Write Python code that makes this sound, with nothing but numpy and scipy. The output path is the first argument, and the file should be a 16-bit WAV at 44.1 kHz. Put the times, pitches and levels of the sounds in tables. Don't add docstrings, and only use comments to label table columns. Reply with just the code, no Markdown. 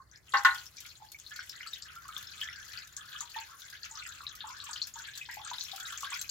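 import sys
import numpy as np
from scipy import signal
from scipy.fft import rfft, irfft, next_fast_len
from scipy.io import wavfile
from scipy.ndimage import uniform_filter1d

SR = 44100
rng = np.random.default_rng(int(sys.argv[2]) if len(sys.argv) > 2 else 0)


def waveform_to_disk(signal):
    frames = np.transpose(np.atleast_2d(signal))
    scaled = np.clip(frames, -1, 1) * 32767
    samples = np.round(scaled).astype(np.int16)
    wavfile.write(sys.argv[1], SR, samples)


N = 278154
TIME = np.arange(N) / SR

# f/Hz, level/dB
RUMBLE_EQ = [(12, -49.5), (20, -21), (27, -38.5), (46, -7), (65, 2.5), (127, -3.5), (181, -11), (214, -18),
             (329, -18), (450, -25.5), (580, -40), (990, -120)]
# t/s, level/dB
RUMBLE_RIDE = [(0, -67), (1.8, -68), (2.1, -65), (2.4, -64.5), (2.7, -66.5), (3.5, -69.5), (4.3, -65.5),
               (5.4, -67), (6.31, -66.5)]
# f/Hz, level/dB
HISS_EQ = [(180, -19.5), (300, -5.5), (1690, -8.5), (2070, -6), (2480, -40), (4300, -15.5), (16000, -21)]
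# t/s, f/Hz, level/dB, t60/s
LEAD_BUBBLES = [(0.0, 1090, -50.5, 0.05), (0.114, 6140, -47, 0.0053), (0.159, 5170, -43.5, .006),
                (0.371, 4620, -22, 0.0015), (0.583, 4350, -35.5, 0.004), (0.665, 5590, -39, 0.0074),
                (0.779, 2400, -49, .047), (0.854, 1450, -51.5, 0.034), (0.903, 4290, -44, 0.014),
                (1.0, 868, -57.5, 0.077), (1.02, 857, -47.5, 0.015), (1.145, 2310, -42, 0.04),
                (1.199, 7100, -38, 0.0081), (1.264, 4250, -38.5, 0.014), (1.31, 1755, -43, 0.19),
                (1.362, 4500, -37, 0.0077), (1.391, 1570, -32.5, 0.011), (1.496, 5400, -31, .006),
                (1.608, 1970, -35, 0.0046), (1.662, 1310, -44, 0.039), (1.672, 4630, -35.5, 0.017),
                (1.674, 7800, -38.5, .007), (1.733, 3770, -31, 0.025), (1.821, 7300, -39, .008),
                (1.824, 4800, -31, 0.0014), (1.96, 1367, -43, 0.11), (2.051, 1101, -48.5, 0.11),
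                (2.088, 1310, -39.5, 0.023), (2.165, 3440, -29, 0.008), (2.414, 3150, -26, 0.011),
                (2.429, 1740, -37.5, .096), (2.487, 1960, -34, 0.01), (2.774, 4580, -34, .014),
                (2.966, 7100, -28.5, 0.014), (3.207, 6820, -25, 0.0054), (3.209, 1180, -42.5, 0.014),
                (3.223, 952, -47.5, .034), (3.347, 1830, -45, 0.088), (3.36, 894, -37.5, 0.078),
                (3.515, 1356, -49.5, 0.13), (3.832, 4530, -32, 0.0054), (3.91, 894, -55, 0.082),
                (3.912, 6800, -34, 0.0065), (4.206, 1310, -40.5, 0.0072), (4.267, 3950, -27.5, .0095),
                (4.406, 3640, -32.5, 0.0084), (4.439, 910, -43.5, 0.038), (4.602, 3840, -32.5, 0.0046),
                (4.689, 960, -44.5, 0.024), (4.732, 6700, -33.5, 0.018), (4.761, 3080, -32.5, .01),
                (4.817, 4335, -22.5, 0.015), (4.939, 6900, -35, 0.017), (4.955, 916, -46.5, 0.088),
                (4.995, 1523, -42.5, .049), (5.082, 1640, -41.5, 0.025), (5.211, 2530, -38.5, 0.065),
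                (5.286, 933, -48, .014), (5.297, 1935, -38, .022), (5.37, 815, -43.5, 0.015),
                (5.396, 860, -48.5, .041), (5.463, 1315, -41, 0.024), (5.513, 938, -37, 0.015),
                (5.583, 3850, -31, 0.011), (5.61, 4130, -26, 0.0039), (5.612, 6230, -34, .011),
                (5.716, 3700, -37, .017), (5.731, 766, -45, 0.038), (5.853, 3800, -39.5, 0.059),
                (5.925, 1270, -39.5, 0.012), (5.976, 6500, -27.5, 0.0035), (6.031, 1110, -33.5, 0.0088),
                (6.045, 3420, -31, .01), (6.07, 1613, -39, 0.05), (6.12, 1073, -39.5, 0.015),
                (6.132, 2480, -31, 0.013), (6.194, 7600, -31, 0.0099), (6.292, 4850, -29.5, .012),
                (6.297, 7000, -26.5, .007)]
# t/s, churn level/dB, small-bubble level/dB, spray level/dB
STREAM_RIDE = [(0.0, -67.5, -80, -107), (0.24, -85, -73.5, -76), (0.32, -56, -53.5, -67),
               (0.57, -80, -53, -63.5), (0.72, -74, -74, -71), (0.87, -64.5, -56.5, -68.5),
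               (1.02, -89, -70, -73.5), (1.25, -78, -64.5, -68), (1.6, -65.5, -60.5, -68),
               (2.05, -54, -69, -66), (2.33, -57, -54, -65), (3.05, -58.5, -64, -68.5),
               (3.3, -59.5, -53, -64), (3.55, -64, -67, -65.5), (4.1, -58.5, -58.5, -69),
               (4.5, -53.5, -60.5, -70.5), (4.78, -52.5, -52, -69.5), (4.9, -69, -65, -62.5),
               (5.05, -58, -57, -66.5), (5.4, -60.5, -56, -70), (5.62, -62, -50, -60),
               (5.95, -54.5, -57.5, -62), (6.31, -58, -49.5, -62.5)]
# t/s, length/s, churn level/dB, small-bubble level/dB, f/Hz
GUSH_CUES = [(0.12, 0.04, -57, -70, 1830), (0.759, 0.035, -59.5, -51, 2150), (1.311, .11, -49, -58, 1820),
             (1.507, 0.15, -52, -56.5, 1734), (1.736, 0.033, -57, -52.5, 1720),
             (1.845, 0.078, -51.5, -58.5, 1600), (2.117, .1, -53, -56.5, 1485),
             (2.409, 0.18, -50, -56, 1706), (2.575, 0.046, -49.5, -79, 1770),
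             (2.699, 0.12, -50.5, -53, 1630), (2.965, 0.057, -51, -57.5, 1390),
             (3.126, 0.047, -46, -49, 1497), (3.351, 0.067, -49, -49.5, 1950),
             (3.474, 0.065, -55, -86, 1285), (3.613, 0.045, -54.5, -54, 1790),
             (3.723, 0.017, -47, -53.5, 1810), (3.822, 0.035, -48.5, -49, 1680),
             (3.948, 0.15, -47, -50, 1605), (4.223, 0.05, -59, -78, 1330), (4.431, 0.092, -47, -55, 1210),
             (4.61, .1, -57.5, -50.5, 1300), (4.955, .12, -50.5, -51, 1624),
             (5.118, 0.13, -57.5, -52, 1860), (5.282, 0.052, -45.5, -62, 1930),
             (5.43, 0.12, -51, -47.5, 1460), (5.777, 0.14, -46, -50, 1570),
             (6.097, 0.068, -44.5, -44.5, 1724)]
# f/Hz, level/dB
FIZZ_EQ = [(1180, -41), (2000, -7.5), (2170, -7), (2780, -6), (3180, -1), (4310, -3), (5270, -7),
           (7240, 0.5), (8570, -10.5), (10000, -46), (13000, -39.5), (22000, -120)]
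# f/Hz, level/dB
SPRAY_EQ = [(200, -12), (600, -4.5), (1500, 9.5), (3000, 6), (7000, 11.5), (9000, -22), (13000, 3.5),
            (16000, 2)]
# t/s, clatter level/dB, clatter tilt/(dB per octave), swell/s, crack level/dB
KNOCK_CUES = [(0.3367, -24, -5.5, 0.0052, -42), (0.4481, -21.5, -0.5, 0.0023, -29)]
# f/Hz, t60/s before damping, first-knock level/dB, second-knock level/dB
WALL_MODES = [(813, 0.33, -27.0, -36.0), (938, 0.3, -33.0, -33.0), (1074, 0.2, -19.0, -15.0),
              (1113, 0.16, -17.0, -23.0), (1220, 0.2, -29.0, -33.0), (1318, 0.2, -31.0, -33.0),
              (1367, 0.26, -44.0, -27.0), (1448, 0.29, -27.0, -16.0), (1478, 0.25, -29.0, -18.0),
              (1533, 0.24, -26.0, -27.0), (1565, 0.24, -24.0, -27.0), (1740, 0.17, -39.0, -23.0),
              (1790, 0.2, -24.0, -18.0), (1858, 0.2, -31.0, -24.0), (1962, 0.18, -27.0, -22.0),
              (2005, 0.2, -31.0, -25.0), (2783, 0.17, -32.0, -33.0)]
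# f/Hz, level/dB
CLATTER_EQ = [(150, -44), (300, -29.5), (520, -20), (700, -18), (950, -3.5), (1500, -0.5), (2000, 2.5),
              (2400, -11), (3900, -4), (5200, -30), (7000, -26), (9000, -39.5), (13000, -37),
              (16000, -47.5)]
# f/Hz, t60/s
CLATTER_DECAY = [(400, 0.2), (1500, 0.3), (4000, 0.14), (13000, 0.99)]
# f/Hz, level/dB
CRACK_EQ = [(400, -33), (1200, 7.5), (4000, 7.5), (7000, 7.5), (9000, -10), (13000, 3.5), (16000, -12)]
# t/s, level/dB
DROP_CUES = [(0.5453, -41), (0.803, -42.5), (1.118, -43), (1.3606, -45.5), (1.4934, -45), (1.733, -48),
             (2.1788, -43), (2.41, -46.5), (2.731, -48.5), (2.9655, -47), (3.2067, -44.5), (3.6045, -50),
             (4.3526, -44), (4.642, -45.5), (4.871, -40.5), (5.1752, -41), (5.3402, -45), (5.535, -45.5),
             (5.7604, -40.5), (6.0236, -41.5), (6.147, -42), (6.2137, -32.5), (6.2934, -43)]
# f/Hz, level/dB
DROP_EQ = [(600, -23.5), (1500, -13.5), (3500, -6), (7000, 1), (9000, -11.5), (13000, -2), (16000, -10)]
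# f/Hz, t60/s
BOTTLE_DECAY = [(500, 0.044), (850, 0.091), (1500, 0.11), (3000, 0.078), (7000, 0.047), (15000, 0.034)]
# f/Hz, t60/s
ROOM_DECAY = [(300, 0.47), (1500, 0.092), (4000, 0.097), (8000, 0.11), (15000, 0.17)]
# f/Hz, left-minus-right level/dB
BALANCE_EQ = [(100, -21), (350, -4), (750, 3.5), (1300, 1), (2400, 0.5), (4400, 8), (7500, 4), (9500, -3),
              (15000, 5)]

PLACES = 5
PLINKS_PER_S, PLINK_DB = 8, 15
PLINK_LOW_HZ, PLINK_HIGH_HZ, PLINK_CYCLES = 3980, 8110, 60
PATTER_PER_S, PATTER_DB = 6, 17
GUSH_ATTACK_S, GUSH_RELEASE_S, GUSH_OCTAVES_PER_S = 0.0038, 0.025, 1.38
POOL_HZ = 1518


def amp(db):
    return 10 ** (np.asarray(db) / 20)


def unit(x):
    return x / np.sqrt(np.mean(x ** 2) + 1e-20)


def at_hz(points, hz):
    f, value = np.transpose(points)
    return np.interp(np.log(hz + 1), np.log(f + 1), value)


def curves(rows):
    s, *columns = np.transpose(rows)
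    return [np.interp(TIME, s, column) for column in columns]


def add(mix, s, sound):
    part = mix[..., max(round(s * SR), 0):][..., :sound.shape[-1]]
    part += sound[..., :part.shape[-1]]


def eq(x, points, amount=1):
    log_gain = np.log(amp(amount * at_hz(points, abs(np.fft.fftfreq(4096, 1 / SR)))))
    taps = np.fft.ifft(np.exp(np.conj(signal.hilbert(log_gain)))).real[:2048]
    return signal.oaconvolve(x, taps.reshape((1,) * (x.ndim - 1) + (-1,)), axes=-1)[..., :x.shape[-1]]


def pair(two, same):
    return np.array([two[0], same * two[0] + np.sqrt(1 - same ** 2) * two[1]])


def band_decay(x, t60s):
    hz, t, bands = signal.stft(x, SR, nperseg=256)
    fade = 1000 ** (-t / at_hz(t60s, hz)[:, None])
    return signal.istft(bands * fade, SR, nperseg=256)[1][:, :x.shape[1]]


def steady(x, seconds):
    size, total = int(seconds * SR / 2) + 1, (x ** 2).sum(0)
    power = uniform_filter1d(uniform_filter1d(total, size), size)
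    return x / np.sqrt(abs(power) + .02 * total.mean())


def drips(per_s, level_db, scatter_db=3.5):
    slip, size, share = rng.random((200, 3)).T
    s = (np.arange(len(slip)) + slip) / per_s
    db = np.interp(s, TIME, level_db) + scatter_db * (2 * size - 1)
    return np.transpose([s, db, share])[s < TIME[-1]]


def echoes(t60s, start_s, same):
    t = np.arange(SR // 3) / SR
    signs = rng.choice([-1., 1.], (2, len(t)))
    taps = signs * (rng.random((2, len(t))) < 7000 / SR) * (t > start_s)
    return unit(band_decay(pair(taps, same), t60s)) / np.sqrt(len(t))


def room_tone(rumble_db, hiss_db):
    size = next_fast_len(N, real=True)
    hz = np.fft.rfftfreq(size, 1 / SR)
    noise = pair(rng.standard_normal((2, size)), same=0.8)
    rumble = irfft(rfft(noise) * amp(at_hz(RUMBLE_EQ, hz)), size)[:, :N]
    hiss = eq(pair(rng.standard_normal((2, N)), same=0.21), HISS_EQ)
    return amp(curves(RUMBLE_RIDE)[0] + rumble_db) * unit(rumble) + amp(hiss_db) * unit(hiss)


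def bubble(hz, t60, rise):
    t60 = max(t60, .002)
    t = np.arange(int(t60 * SR)) / SR
    pinch_cycles = 1.5 + 1600 / hz
    envelope = (1 - np.exp(-(t * hz / pinch_cycles) ** 2)) * 1000 ** (-t / t60)
    glide = 1 + rise * (t / t60 - 1 / 6)
    return envelope / envelope.max() * np.sin(2 * np.pi * hz * np.cumsum(glide) / SR)


def plinks_and_glugs(glug_boost_db, echo_db, brood_db):
    out, t = np.zeros((2, N)), np.arange(SR // 8) / SR
    when, light_db, share = drips(PLINKS_PER_S, curves(STREAM_RIDE)[1] + PLINK_DB).T
    pitch = PLINK_LOW_HZ * (PLINK_HIGH_HZ / PLINK_LOW_HZ) ** share
    light = zip(when, pitch, light_db, PLINK_CYCLES / pitch)
    for s, hz, db, t60 in list(LEAD_BUBBLES) + list(light):
        rise = (.05 + .6 * rng.random() ** 3) * hz / 4500
        plink = np.zeros(len(t))
        add(plink, 0, bubble(hz, t60, rise))
        for late, small in rng.random((4, 2)):
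            brood_hz = hz * (7400 / hz) ** small ** 2
            add(plink, 0.0023 + 0.026 * late, amp(brood_db) * bubble(brood_hz, 14 / hz, rise))
        tail = pair(rng.standard_normal((2, len(t))), same=0.45) * 1000 ** (-t / at_hz(BOTTLE_DECAY, hz))
        echo = unit(signal.fftconvolve(plink[None], tail, axes=1)[:, :len(t)]) * plink.std()
        direct = np.array([plink, np.roll(plink, rng.integers(4))])
        heard = direct + amp(echo_db) * echo
        weight_db = glug_boost_db * min(800 / hz, 1)
        add(out, s, amp(db + weight_db) * heard / abs(heard).max(1).mean())
    return out


def swarm(per_s, pitch, octaves, cycles, size_db):
    out, draws = np.zeros((PLACES, N)), rng.random((6000, 6))
    for when, where, detune, big, sustain, steep in draws[:int(per_s * N / SR)]:
        hz = pitch[int(when * N)] * 2 ** (octaves * (2 * detune - 1))
        gain = amp(size_db * min(-np.log(1 - big), 4))
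        t60 = cycles * (.5 + sustain) / hz
        rise = steep ** 2 * min(hz / 14000, .4)
        add(out[int(where * PLACES)], when * N / SR, gain * bubble(hz, t60, rise))
    return out


def spurts(depth_db, step_s):
    steps = np.clip(rng.standard_normal(600), -1.5, 1.5)
    return amp(depth_db * np.interp(TIME / step_s, np.arange(len(steps)), steps))


def trickle(pool_db, fizz_db, spray_db, sparkle_db):
    churn_db, small_db, mist_db = curves(STREAM_RIDE)
    churn_power, small_power, pitch = gushes()
    wobble = spurts(depth_db=3.5, step_s=0.04)
    churn_gain = amp(pool_db) * np.sqrt((amp(churn_db) * wobble) ** 2 + churn_power)
    fizz_gain = amp(fizz_db) * np.sqrt((amp(small_db) * wobble) ** 2 + small_power)
    pool = swarm(per_s=200, pitch=pitch, octaves=0.349, cycles=29.5, size_db=2.0)
    fizz = eq(swarm(per_s=450, pitch=np.full(N, 4300), octaves=1.0, cycles=8, size_db=8.0), FIZZ_EQ)
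    sparkle = swarm(per_s=260, pitch=np.full(N, 11800), octaves=0.38, cycles=24, size_db=3.5)
    mist = amp(spray_db) * spray() + amp(sparkle_db) * steady(sparkle, seconds=0.29)
    bubbling = churn_gain * steady(pool, seconds=0.061) + fizz_gain * steady(fizz, seconds=0.04)
    return bubbling + amp(mist_db) * wobble * mist


def gushes():
    s, length, churn_db, small_db, hz = np.transpose(GUSH_CUES)[:, :, None]
    t = TIME[::32]
    attack = np.clip((t - s) / GUSH_ATTACK_S, 0, 1)
    envelope = attack * np.exp(-np.maximum(t - s - length, 0) / GUSH_RELEASE_S)
    churn, small = (amp(churn_db) * envelope) ** 2, (amp(small_db) * envelope) ** 2
    calm = amp(np.interp(t, TIME, curves(STREAM_RIDE)[0])) ** 2
    glide = 2 ** (GUSH_OCTAVES_PER_S * (np.clip(t - s, 0, length) - length / 2))
    pitch = ((churn * hz * glide).sum(0) + calm * POOL_HZ) / (churn.sum(0) + calm)
    return [np.interp(TIME, t, curve) for curve in (churn.sum(0), small.sum(0), pitch)]


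def spray(count=12000):
    specks = np.zeros((PLACES, N))
    when, where = rng.random((2, count))
    clicks = rng.standard_normal(count) * amp(5 * np.minimum(rng.exponential(1, count), 4))
    specks[(where * PLACES).astype(int), (when * N).astype(int)] = clicks
    return steady(eq(specks, SPRAY_EQ), seconds=0.26)


def knocks(ring_db, damping):
    out, t = np.zeros((2, N)), np.arange(SR * 3 // 5) / SR
    hz, t60, *strikes = np.transpose(WALL_MODES)[:, :, None]
    for (s, clatter_db, tilt_db, swell_s, crack_db), mode_db in zip(KNOCK_CUES, strikes):
        phase = 2 * np.pi * rng.random(hz.shape) + .5 * rng.standard_normal((2,) + hz.shape)
        envelopes = amp(mode_db + ring_db) * 1000 ** (-damping * t / t60)
        ring = (envelopes * np.sin(2 * np.pi * hz * t + phase)).sum(1)
        tilt = [(f, tilt_db * np.log2(f / 1200)) for f in (700, 2400)]
        noise = pair(rng.standard_normal((2, len(t))), same=0.15)
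        clatter = unit(eq(eq(noise, CLATTER_EQ), tilt))
        body = ring + amp(clatter_db) * band_decay(clatter, CLATTER_DECAY)
        bump = 1 + 0.19 * np.exp(-((t - .018) / 0.0067) ** 2)
        crack = amp(crack_db) * unit(eq(rng.standard_normal((2, len(t))), CRACK_EQ)) * np.exp(-t / 0.012)
        add(out, s, body * bump * (1 - np.exp(-t / swell_s)) + crack)
    return out


def drops(level_db, splat_s):
    out, t = np.zeros((PLACES, N)), np.arange(SR // 50) / SR
    light = drips(PATTER_PER_S, curves(STREAM_RIDE)[2] + PATTER_DB)[:, :2]
    for s, db in list(DROP_CUES) + list(light):
        place = rng.integers(PLACES)
        splat = rng.standard_normal(len(t)) * np.exp(-t / splat_s)
        add(out[place], s, amp(db + level_db) * splat)
    return eq(out, DROP_EQ)


def bottle_echoes(sources, wet_db):
    out = np.zeros((2, N))
    for place, x in enumerate(sources):
        path = amp(wet_db) * echoes(BOTTLE_DECAY, start_s=0.0006, same=0.057)
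        path[0, 0] += 1
        path[1, place % 4] += 1
        out += signal.oaconvolve(x[None], path, axes=1)[:, :N]
    return out


def workshop_reverb(x, wet_db):
    tail = signal.oaconvolve(x, echoes(ROOM_DECAY, start_s=0.0089, same=0.66), axes=1)[:, :N]
    return x + amp(wet_db) * tail


def scene():
    ticks = drops(level_db=7.5, splat_s=0.0023)
    stream = trickle(pool_db=-10.0, fizz_db=-4.0, spray_db=-1.5, sparkle_db=-5.5)
    water = bottle_echoes(ticks + stream, wet_db=4.0)
    water += plinks_and_glugs(glug_boost_db=5.5, echo_db=-0.5, brood_db=-11.5)
    left, right = workshop_reverb(water, wet_db=-8.0) + knocks(ring_db=-1.5, damping=1.07)
    foreground = np.array([eq(left, BALANCE_EQ, amount=0.5), eq(right, BALANCE_EQ, amount=-0.5)])
    return foreground + room_tone(rumble_db=0.5, hiss_db=-71.5)


def record(dry, cutoff_hz=15950):
    lowpass = signal.firwin(511, cutoff_hz, window=("kaiser", 9), fs=SR)
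    return signal.oaconvolve(dry, lowpass[None], "same")


dry = scene()
out = record(dry)
waveform_to_disk(out)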